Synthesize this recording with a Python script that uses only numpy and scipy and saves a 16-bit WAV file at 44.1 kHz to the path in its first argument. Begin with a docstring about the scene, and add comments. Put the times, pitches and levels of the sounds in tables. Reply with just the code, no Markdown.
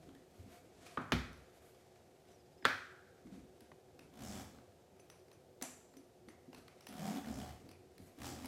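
"""Hands rustle on a stiff canvas bag and metal pull tabs tick, in a bare, echoing room with a quiet hum.
The bag is turned and set down on a cardboard box, its studs knocking; a bird whistles far outside.
Then the zipper is drawn open in short pulls. Its teeth are pulses that rasp, ring the slider and drum the bag.
Knocks and ticks are micro-impacts through resonances, rustle is grainy noise, the bird is gliding sines."""
import sys
import numpy as np
from scipy import signal
from scipy.fft import rfft, irfft, next_fast_len
from scipy.io import wavfile
from scipy.ndimage import uniform_filter1d, map_coordinates

SR = 44100
rng = np.random.default_rng(int(sys.argv[2]) if len(sys.argv) > 2 else 0)


def to_wav(s):
    """Save 16-bit WAV."""
    ch = np.atleast_2d(s).T  # columns
    pcm = np.round(np.clip(ch, -1, 1) * 32767)  # PCM
    wavfile.write(sys.argv[1], SR, pcm.astype(np.int16))


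N = 373527
time = np.arange(N) / SR


def amp(db):
    """Gain of a dB value."""
    return 10 ** (np.asarray(db) / 20)


def unit(x):
    """x at rms 1."""
    return x / np.sqrt(np.mean(x ** 2) + 1e-20)


def along(points, hz):
    """Reads a curve of (Hz, value) points on a log frequency axis."""
    f, v = np.transpose(points)
    return np.interp(np.log(hz + 1), np.log(f + 1), v)


def wobble(rate):
    """A smooth random curve, rate knots a second."""
    knots = rng.standard_normal(int(N * rate / SR) + 4)
    return map_coordinates(knots, [time * rate])


def filtered(x, response):
    """x times a complex response of frequency."""
    m = next_fast_len(len(x) + 8192)
    return irfft(rfft(x, m) * response(np.fft.rfftfreq(m, 1 / SR)), m)[:len(x)]


def modes(table):
    """Causal response of (Hz, width Hz, dB) resonances, summed with alternating sign."""
    def response(f):
        total = 0
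        for k, (centre, width, db) in enumerate(table):
            damping = 1j * f * width
            total = total + (-1) ** k * amp(db) * damping / (centre * centre - f * f + damping)
        return total
    return response


def noise(spectrum):
    """Coloured noise of rms 1."""
    return unit(filtered(rng.standard_normal(N), lambda hz: amp(along(spectrum, hz))))


def add(track, s, sound):
    """Mixes a sound into a track at s seconds."""
    part = track[round(s * SR):][:len(sound)]
    part += sound[:len(part)]


# Zipper pulls, one list of breakpoints per pull. Each row: time in seconds, teeth per second,
# rasp level in dB, drumming of the bag in dB relative to the rasp, pitch of the stretched panel in Hz.
ZIPPER_PULLS = [
    [(4.12, 55.4, -69.5, 2, 266), (4.216, 61.8, -57.5, 3.5, 240), (4.302, 99.5, -57.5, 7, 215),
     (4.416, 93, -60, 8.5, 234), (4.47, 89, -76, 4, 218), (4.6, 72.5, -70, 11, 277)],
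    [(6.88, 59.7, -68, 15, 236), (6.926, 69.3, -59, 4.5, 226), (7.012, 86.5, -54, 8, 176),
     (7.084, 87.4, -51.5, 10.5, 190), (7.134, 94, -61, 16, 280), (7.176, 92, -55, 10, 268),
     (7.215, 53, -70, 6, 231)],
    [(7.23, 68, -66, 0, 231), (7.272, 72.4, -59.5, 11, 231), (7.366, 68, -56.5, 7.5, 253.7),
     (7.45, 67, -61, 11.5, 141), (7.58, 51, -71.5, 5, 144)],
    [(8.17, 59, -68.5, 9, 310), (8.22, 68.5, -53.5, 3.5, 255), (8.272, 86, -53, -0.5, 285),
     (8.362, 83, -62, 10.5, 278), (8.412, 82, -63, 4.5, 253), (8.47, 82, -56, 14.5, 250)],
]
# Balance of each pull. Each row: slider ring at full effort and rocking of the bag halfway,
# both in dB relative to the rasp.
PULL_MIXES = [(-1.5, 3), (-5, -20), (-4.5, 7.5), (-1.5, 2.5)]
# Colour of the tooth rasp. Each row: frequency in Hz, density in dB per Hz.
TOOTH_RASP = [(530, 1), (900, 3.5), (1100, 1), (2390, -1.5), (2730, -6), (2960, -1), (4570, -7),
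              (7140, -9.5), (14200, -12.5), (16000, -21)]
# Ring of the slider. Each row: frequency in Hz, width in Hz, relative level in dB.
SLIDER_MODES = [(5400, 900, 3), (7000, 1800, 3.5), (7560, 320, -3), (10800, 1600, -9)]
# Hollow bag. Each row: frequency in Hz, width in Hz, relative level in dB.
BAG_MODES = [(198.6, 164, -2.5), (616, 49, -0.5), (740, 47, 3), (1040, 2400, -25)]
RING_GROWS, RING_LAG_S = 1.2, 0.027  # the ring swings wider than the rasp and follows it
ROCK_GROWS_DB = 4.5  # from start to end of a pull


def zipper():
    """The slider parts tooth after tooth: each one rasps briefly, rings the slider and jolts the hollow bag."""
    rasp, drum, ring = np.zeros(N), np.zeros(N), np.zeros((len(SLIDER_MODES), N))
    for pull, (top_db, rock_db) in zip(ZIPPER_PULLS, PULL_MIXES):
        s, *cols = np.transpose(pull)
        rate, rasp_db, drum_db, pitch_hz = [np.interp(time, s, c) for c in cols]
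        effort_db = np.interp(time - RING_LAG_S, time, rasp_db) - rasp_db.max()
        ring_db = top_db + RING_GROWS * effort_db
        boom_db = rock_db + ROCK_GROWS_DB * np.interp(time, s[[0, -1]], [-.5, .5])
        on = np.interp(time, [s[0], s[0] + 0.0075, s[-1] - .02, s[-1] + 0.016], [0, 1, 1, 0])

        def level(x, db):
            """Sets x to db relative to the rasp, inside this pull."""
            return on * amp(rasp_db + db) * x / np.sqrt(np.mean(x[on > .5] ** 2))

        pace = rate * (on > 0) * (1 + .05 * wobble(40))
        teeth = np.diff(np.floor(np.cumsum(pace) / SR), prepend=0)  # one pulse per tooth

        def burst():
            """A short decay per tooth, each at a new random strength."""
            strikes = teeth * amp(3.2 * wobble(120))
            decays = signal.lfilter([1], [1, -np.exp(-1 / (SR * .0035))], strikes)
            return uniform_filter1d(decays, size=60)

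        jolts = teeth * amp(0.59 * wobble(120)) + 0.04 * rng.standard_normal(N)
        # the slider also rubs between teeth and moves in surges
        rasp += level((burst() + .25) * amp(2.5 * wobble(18)), 0)
        ring += [level(abs(burst()) ** 0.57, ring_db) for mode in SLIDER_MODES]
        hollow = filtered(jolts, modes(BAG_MODES))
        drum += level(panel(hollow, pitch_hz, lift_db=17.0, width=0.26), drum_db)
        rough_jolts = jolts + 0.023 * rng.standard_normal(N)
        rocking = filtered(rough_jolts, lambda f: modes([(85, 130, 0)])(f) ** 2)  # the whole bag rocks
        drum += level(rocking, boom_db)
    chime = [amp(db - 7) * unit(filtered(rng.standard_normal(N), modes([(hz, width, 0)])))
             for hz, width, db in SLIDER_MODES]
    return rasp * noise(TOOTH_RASP) + np.sum(ring * chime, axis=0) + drum


def panel(x, pitch_hz, lift_db, width):
    """A resonance that moves as the pull stretches the canvas."""
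    hz, t, z = signal.stft(x, SR, nperseg=2048, noverlap=1792)
    centre = np.interp(t, time, pitch_hz)
    distance = np.log((hz[:, None] + 1) / centre) / width
    lifted = z * amp(lift_db * np.exp(-distance ** 2))
    return signal.istft(lifted, SR, nperseg=2048, noverlap=1792)[1][:N]


# Studs and rings knocking on box and bag. Each row: start in seconds, level in dB, brightness in dB
# per octave, length in seconds (time to fall 20 dB), loudest ring in Hz, its lift in dB,
# room in dB relative to the knock, thump in dB, thump pitch in Hz.
STUD_KNOCKS = [(0.9715, -26, -25.5, 0.0093, 1300, 9.5, -4, -45, 106.4),
               (1.1204, -24, -12.5, 0.019, 1350, 0, -6, -35, 65.7),
               (2.623, -51.5, -20, 0.0067, 1692, 5, -0.5, -65, 117),
               (2.644, -40.5, -16.5, 0.017, 3890, 11, -5.5, -64, 120.5),
               (2.652, -16.5, -13, 0.013, 1446, 9, -6, -47, 104.6),
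               (3.716, -45, -16, 0.0056, 924, 8, -14, -63, 205),
               (5.626, -44.5, -16.5, 0.045, 686, 12, -3, -66, 196.2)]
# Cardboard box. Each row: frequency in Hz, width in Hz, relative level in dB.
BOX_MODES = [(620, 630, -5.5), (1200, 1000, -3.5), (1910, 670, 2), (2570, 310, 7.5), (2830, 1110, 5.5),
             (4820, 5200, 2), (7800, 3800, -24), (12400, 6200, -0.5)]
KNOCK_WIDTH = 0.42  # of the ring, as a share of its pitch
CRACK_DB = 6.5  # crack relative to the body, at -12.5 dB per octave
CRACK_GROWS = 3.5  # dB more for each dB per octave of brightness


def knocks():
    """Studs chatter on the box, and the weight of the bag follows as a thump."""
    out = np.zeros(N)
    for s, db, tilt_db, *ring, thump_db, thump_hz in STUD_KNOCKS:
        crack_db = CRACK_DB + CRACK_GROWS * (tilt_db + 12.5)
        near, even = contact(BOX_MODES, db, tilt_db, *ring, KNOCK_WIDTH, crack_db, rise=0.0036)
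        thump = bump(thump_db, thump_hz, 4) + bump(thump_db + 7, 149, 1.86) + bump(thump_db + 9, 254.5, 2.67)
        add(out, s, near)
        add(out, s, room(even))
        add(out, s + 0.0066, thump)
        add(out, s + 0.0063, amp(-2.0) * room(thump))
    return out


# Metal tabs and bangles touching. Each row: start in seconds, level in dB, brightness in dB per octave,
# loudest ring in Hz, its lift in dB, tab ring in dB relative to the tick level.
METAL_TICKS = [(0.089, -54, -10, 3280, 11, -25), (0.149, -54.5, -4, 1840, 9, -26),
               (0.8647, -46.5, -5, 2400, 8, -28), (1.3283, -53, 0, 1710, -1, -22),
               (1.375, -56, 1, 1940, 3, -22), (1.9577, -59.5, -2, 1650, -1, -23),
               (2.778, -46, -9, 2520, 22, -35), (3.2694, -56.5, -10, 2140, 3, -25),
               (3.6057, -51.5, 1.5, 1560, 7, -32.5), (3.9917, -48, -1.5, 2500, -3, -27),
               (4.585, -55, -12, 1581, -8.5, -30), (4.995, -55, -5.5, 2500, 8, -8),
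               (5.0993, -45.5, 0.5, 6100, 1, -20), (5.2826, -58, -3, 4000, 0, -24),
               (5.3146, -53, -1.5, 2420, -6, -30), (5.3264, -62, -4, 9910, 14, -3.5),
               (5.613, -42.5, -5, 2250, 0, -24), (5.6232, -29.5, 3.5, 7070, 14.5, -15),
               (5.938, -55.5, -5.5, 4534, 3, -30), (5.968, -53, 2.5, 6220, -3, -19),
               (6.2854, -46, -8, 2000, 7, -18), (6.5295, -46, -9, 2650, 7, -21),
               (6.546, -46, -1.5, 4220, 4, -32.5), (6.68, -48.5, -4, 2150, 3, -29),
               (6.807, -50, 0, 5500, 4, -28), (6.868, -39, 0, 3170, 1, -24), (6.887, -47, 8, 2030, 3, -22),
               (7.243, -49.5, -12, 1740, 8, -19), (7.6897, -50, 0, 4470, 10, -33),
               (7.7127, -49.5, -1, 2460, 6, -19), (7.9793, -52, 1, 4250, 7, -29),
               (8.456, -39.5, 4, 5300, -4, -27)]
# Small metal parts. Each row: frequency in Hz, width in Hz, relative level in dB.
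METAL_MODES = [(900, 890, 11), (2645, 1000, 11), (4500, 2600, 6), (6100, 800, 5), (8760, 3600, -15),
               (10400, 2400, 5), (13200, 2000, -8)]
# The pull tab rings on. Each row: frequency in Hz, average level in dB, time to fall 60 dB in seconds.
TAB_RING = [(4580, -12, 0.07), (6080, -3, 0.1), (9050, -8, .08), (9950, -7, 0.07)]
TICK_S, TICK_ROOM_DB = .005, -2.5  # time to fall 20 dB; room relative to the tick
RING_WIDTH = .22  # of a metal ring, as a share of its pitch
FAINT_COUNT = 14  # faint ticks at random moments
FAINT_DB, FAINT_SPREAD_DB, FAINT_HZ = -65, 2, 2000  # levels reach two spreads either way


def ticks():
    """Small metal parts touch and set the pull tab ringing, strongly or barely."""
    out, t = np.zeros(N), time[:SR // 5]
    faint = [(when * N / SR, FAINT_DB + FAINT_SPREAD_DB * (4 * size - 2), 0,
              FAINT_HZ * 2 ** (2 * pitch - .5), 3, -23)
             for when, size, pitch in rng.uniform(size=(FAINT_COUNT, 3))]
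    for s, db, tilt_db, ring_hz, lift_db, tab_db in METAL_TICKS + faint:
        near, even = contact(METAL_MODES, db, tilt_db, TICK_S, ring_hz, lift_db, TICK_ROOM_DB,
                             width=RING_WIDTH, crack_db=-5.5, rise=0.0022)
        tab = np.zeros(len(t))
        for hz, level, t60 in TAB_RING:
            decay = amp(level + rng.normal(0, 4.7) - 60 * t / t60)
            drift = np.cumsum(rng.normal(0, 0.1, len(t)))  # loose, so unsteady
            tab += decay * np.sin(2 * np.pi * hz * t + drift)
        add(out, s, near)
        add(out, s, room(even))
        add(out, s + 0.0039, amp(db + tab_db) * tab)
    return out


def contact(body, db, tilt_db, length, ring_hz, lift_db, room_db, width, crack_db, rise):
    """A short chatter of micro-impacts rings a body; the room, hearing it from all sides, gets its even colour."""
    t = time[:SR // 20]
    f = np.fft.rfftfreq(len(t), 1 / SR)
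    chatter = rng.standard_normal(len(t)) * amp(-20 * t / length) * (1 - np.exp(-t / rise))
    lift = 1 + amp(lift_db) * modes([(ring_hz, width * ring_hz, 0)])(f) ** 2
    hardness = (1 + 1j * f / 1500) ** (tilt_db / 6)  # hard contacts are brighter
    colour = modes(body)(f) * lift * hardness
    near, even = irfft(rfft(chatter) * colour, len(t)), irfft(colour, len(t))
    # the crack is heard only close by
    sharp = rfft(chatter * amp(-20 * t / 0.0037))
    crack = irfft(sharp * hardness * (1j * f / (3000 + 1j * f)), len(t))
    near = amp(db) * (near / np.abs(near).max() + amp(crack_db) * crack / np.abs(crack).max())
    return near, amp(room_db) * even * np.linalg.norm(near) / np.linalg.norm(even)


# Fingers sliding over the canvas. Each row: middle in seconds, length in seconds, level in dB,
# bright share from 0 to 1, rumble of the bag in dB.
CANVAS_SWISHES = [(0.03, 0.27, -79.5, 0.35, -63), (0.39, 0.19, -70, 0.33, -64),
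                  (0.539, 0.16, -62.5, 0.28, -61), (0.863, 0.17, -64.5, 0, -73.5),
                  (1.33, 0.12, -88, 0.42, -69), (1.557, 0.15, -72.5, 0.5, -72),
                  (1.676, 0.17, -67, 0.5, -85), (2.308, 0.093, -68.5, 0.02, -76),
                  (3.265, 0.037, -74, 0.3, -57), (3.362, 0.15, -71.5, 0.1, -63),
                  (4.011, 0.28, -83, 0.24, -70), (5.045, 0.106, -77.5, 0.41, -73),
                  (6.317, 0.091, -70, 0.2, -78), (6.57, 0.12, -66, 0.27, -68.5),
                  (7.63, 0.33, -77, 0.25, -67), (8.049, 0.15, -67, 0.6, -61)]
# Soft bumps of the hands on the bag. Each row: start in seconds, level in dB, pitch in Hz.
HAND_BUMPS = [(0.085, -50, 272), (0.147, -52, 275), (0.388, -47, 81.3), (0.458, -51, 200),
              (3.251, -48, 252), (3.321, -44, 195.5), (3.37, -53, 230), (3.613, -55, 230),
              (4.579, -60, 251.1), (4.665, -71.5, 356), (4.921, -60, 198), (5.62, -42.5, 253),
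              (5.939, -58, 253.7), (5.967, -48.5, 280), (6.279, -50.5, 229.4), (6.481, -46.5, 252.5),
              (6.528, -54, 383), (7.629, -67, 144), (7.71, -59, 90.75)]
# Level curve of the steady rustle. Each row: time in seconds, level in dB.
RUSTLE_LEVEL = [(0, -75), (.3, -77.5), (.6, -77.5), (.95, -68.5), (1.3, -75.5), (1.95, -77.5), (3.5, -78),
                (6.25, -83), (6.85, -75), (7.8, -82), (8.2, -73)]
# Colour of the canvas rustle. Each row: frequency in Hz, density in dB per Hz.
CANVAS_COLOUR = [(410, -53.5), (700, 13), (841, -27), (898, -2.5), (2220, -4), (2800, -6), (7590, -9.5),
                 (13900, -20.5), (16000, -43)]
# Colour of the bag's rumble. Each row: frequency in Hz, density in dB per Hz.
HEAVE_COLOUR = [(18, -61), (30, -1), (80, -1), (336, -1.5), (375, -37), (400, -4), (520, -16), (880, -120)]
RUMBLE_DB = -83.5  # of the bag held still


def hands():
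    """Fingers rub the canvas in grains, slide over it, heave the bag and bump it."""
    grains = unit(amp(2.27 * wobble(60) + 0.53 * wobble(270)))
    rub = grains * noise(CANVAS_COLOUR)
    fine = unit(np.diff(rub, 2, prepend=[0, 0]))  # a light touch only hisses
    heave = amp(5.6 * wobble(14)) * noise(HEAVE_COLOUR)
    rustle_db = np.interp(time, *np.transpose(RUSTLE_LEVEL)) + 0.5 * wobble(4)
    out = amp(rustle_db) * rub + amp(RUMBLE_DB) * heave
    for middle, length, db, bright, rumble_db in CANVAS_SWISHES:
        slide = np.exp(-8 * ((time - middle) / (0.77 * length)) ** 2)
        push = np.exp(-8 * ((time - middle) / (1.34 * length)) ** 2)
        out += amp(db) * slide * ((1 - bright) * rub + bright * fine)
        out += amp(rumble_db) * push * heave
    for s, db, hz in HAND_BUMPS:
        add(out, s, bump(db, hz, 4.4))
    return out


def bump(db, hz, cycles):
    """A soft push: a few cycles of low, rough ringing."""
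    turn = hz * time[:SR // 5]
    sound = np.sin(2 * np.pi * turn) + .5 * np.sin(2 * np.pi * 1.374 * turn + rng.uniform(0, 6.56))
    return amp(db) * sound * np.exp(-turn / cycles) * (1 - np.exp(-4 * turn))


# Whistles of a far bird. Each row: start in seconds, end in seconds, from pitch in Hz, to pitch in Hz, level in dB.
BIRD_WHISTLES = [(2.3, 2.342, 5700, 6070, -76), (2.33, 2.37, 6200, 5430, -71),
                 (2.377, 2.43, 5300, 4800, -74), (2.453, 2.473, 4900, 4850, -75),
                 (2.517, 2.549, 5050, 4700, -75), (2.572, 2.597, 4850, 5430, -71),
                 (2.608, 2.65, 5300, 4800, -70)]


def bird():
    """Short gliding whistles: sines that swell and fade as their pitch slides."""
    out = np.zeros(N)
    for start, end, from_hz, to_hz, db in BIRD_WHISTLES:
        n = round((end - start) * SR)
        turn = np.cumsum(np.linspace(from_hz, to_hz, n)) / SR
        add(out, start, amp(db) * np.hanning(n) * np.sin(2 * np.pi * turn))
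    return out


# Colour of the room's air noise. Each row: frequency in Hz, density in dB per Hz.
AIR_COLOUR = [(15, -40), (25, -21), (80, 4.5), (301, -4.5), (384, -1.5), (516, 2), (575, -4), (714, -1.5),
              (1040, -18), (1330, -19.5), (1940, -22.5), (6920, -26), (12900, -31.5), (14400, -29),
              (16000, -59)]
# Fuzzy tones of a far fan. Each row: frequency in Hz, resonance width in Hz, level in dB.
FAN_TONES = [(367.84, 33, -70), (646, 43, -88), (736, 26, -91)]
AIR_DB = -65  # rms


def room_tone():
    """Steady air noise with a few fuzzy fan tones, each a noise through a narrow double resonance."""
    out = amp(AIR_DB) * noise(AIR_COLOUR)
    for hz, width, db in FAN_TONES:
        tone = filtered(rng.standard_normal(N), lambda f: modes([(hz, width, 0)])(f) ** 2)
        out += amp(db) * unit(tone)
    return out


# Decay of the room's main tail. Each row: frequency in Hz, time to fall 60 dB in seconds.
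ROOM_DECAY = [(100, 0.54), (300, 0.27), (800, 0.38), (1400, 0.57), (2500, 0.43), (4500, 0.45), (7400, 0.51),
              (14000, 0.37)]


def room(x):
    """A bare room: each frequency of the tail dies at its own speed, after a gap; a weak late part lingers."""
    hz, t, z = signal.stft(rng.standard_normal(SR * 3 // 4), SR, nperseg=256)
    fall_db = -60 * t / along(ROOM_DECAY, hz)[:, None]
    fall = amp(fall_db) + amp(-24.5 + 0.31 * fall_db)
    tail = signal.istft(z * fall, SR, nperseg=256)[1]
    tail = tail * (1 - np.exp(-np.arange(len(tail)) / SR / 0.0017))
    delayed = np.pad(x, (480, 0))  # samples of gap to the first wall
    return signal.fftconvolve(delayed, tail / np.linalg.norm(tail))


def scene():
    """Near sounds, their room tails and the background."""
    slider, touch = zipper(), hands()
    wet = amp(-3) * room(slider)[:N] + amp(-4.5) * room(touch)[:N]
    return (amp(-1.0) * slider + touch + wet + knocks() + ticks() + bird() + room_tone())[None]


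TOP_HZ = 15800  # band limit


def record(dry):
    """The microphone drops the deepest bass; nothing is kept above the band limit."""
    return filtered(dry[0], lambda hz: (hz < TOP_HZ) * (1j * hz / (45 + 1j * hz)) ** 2)[None]


dry = scene()
out = record(dry)
to_wav(out)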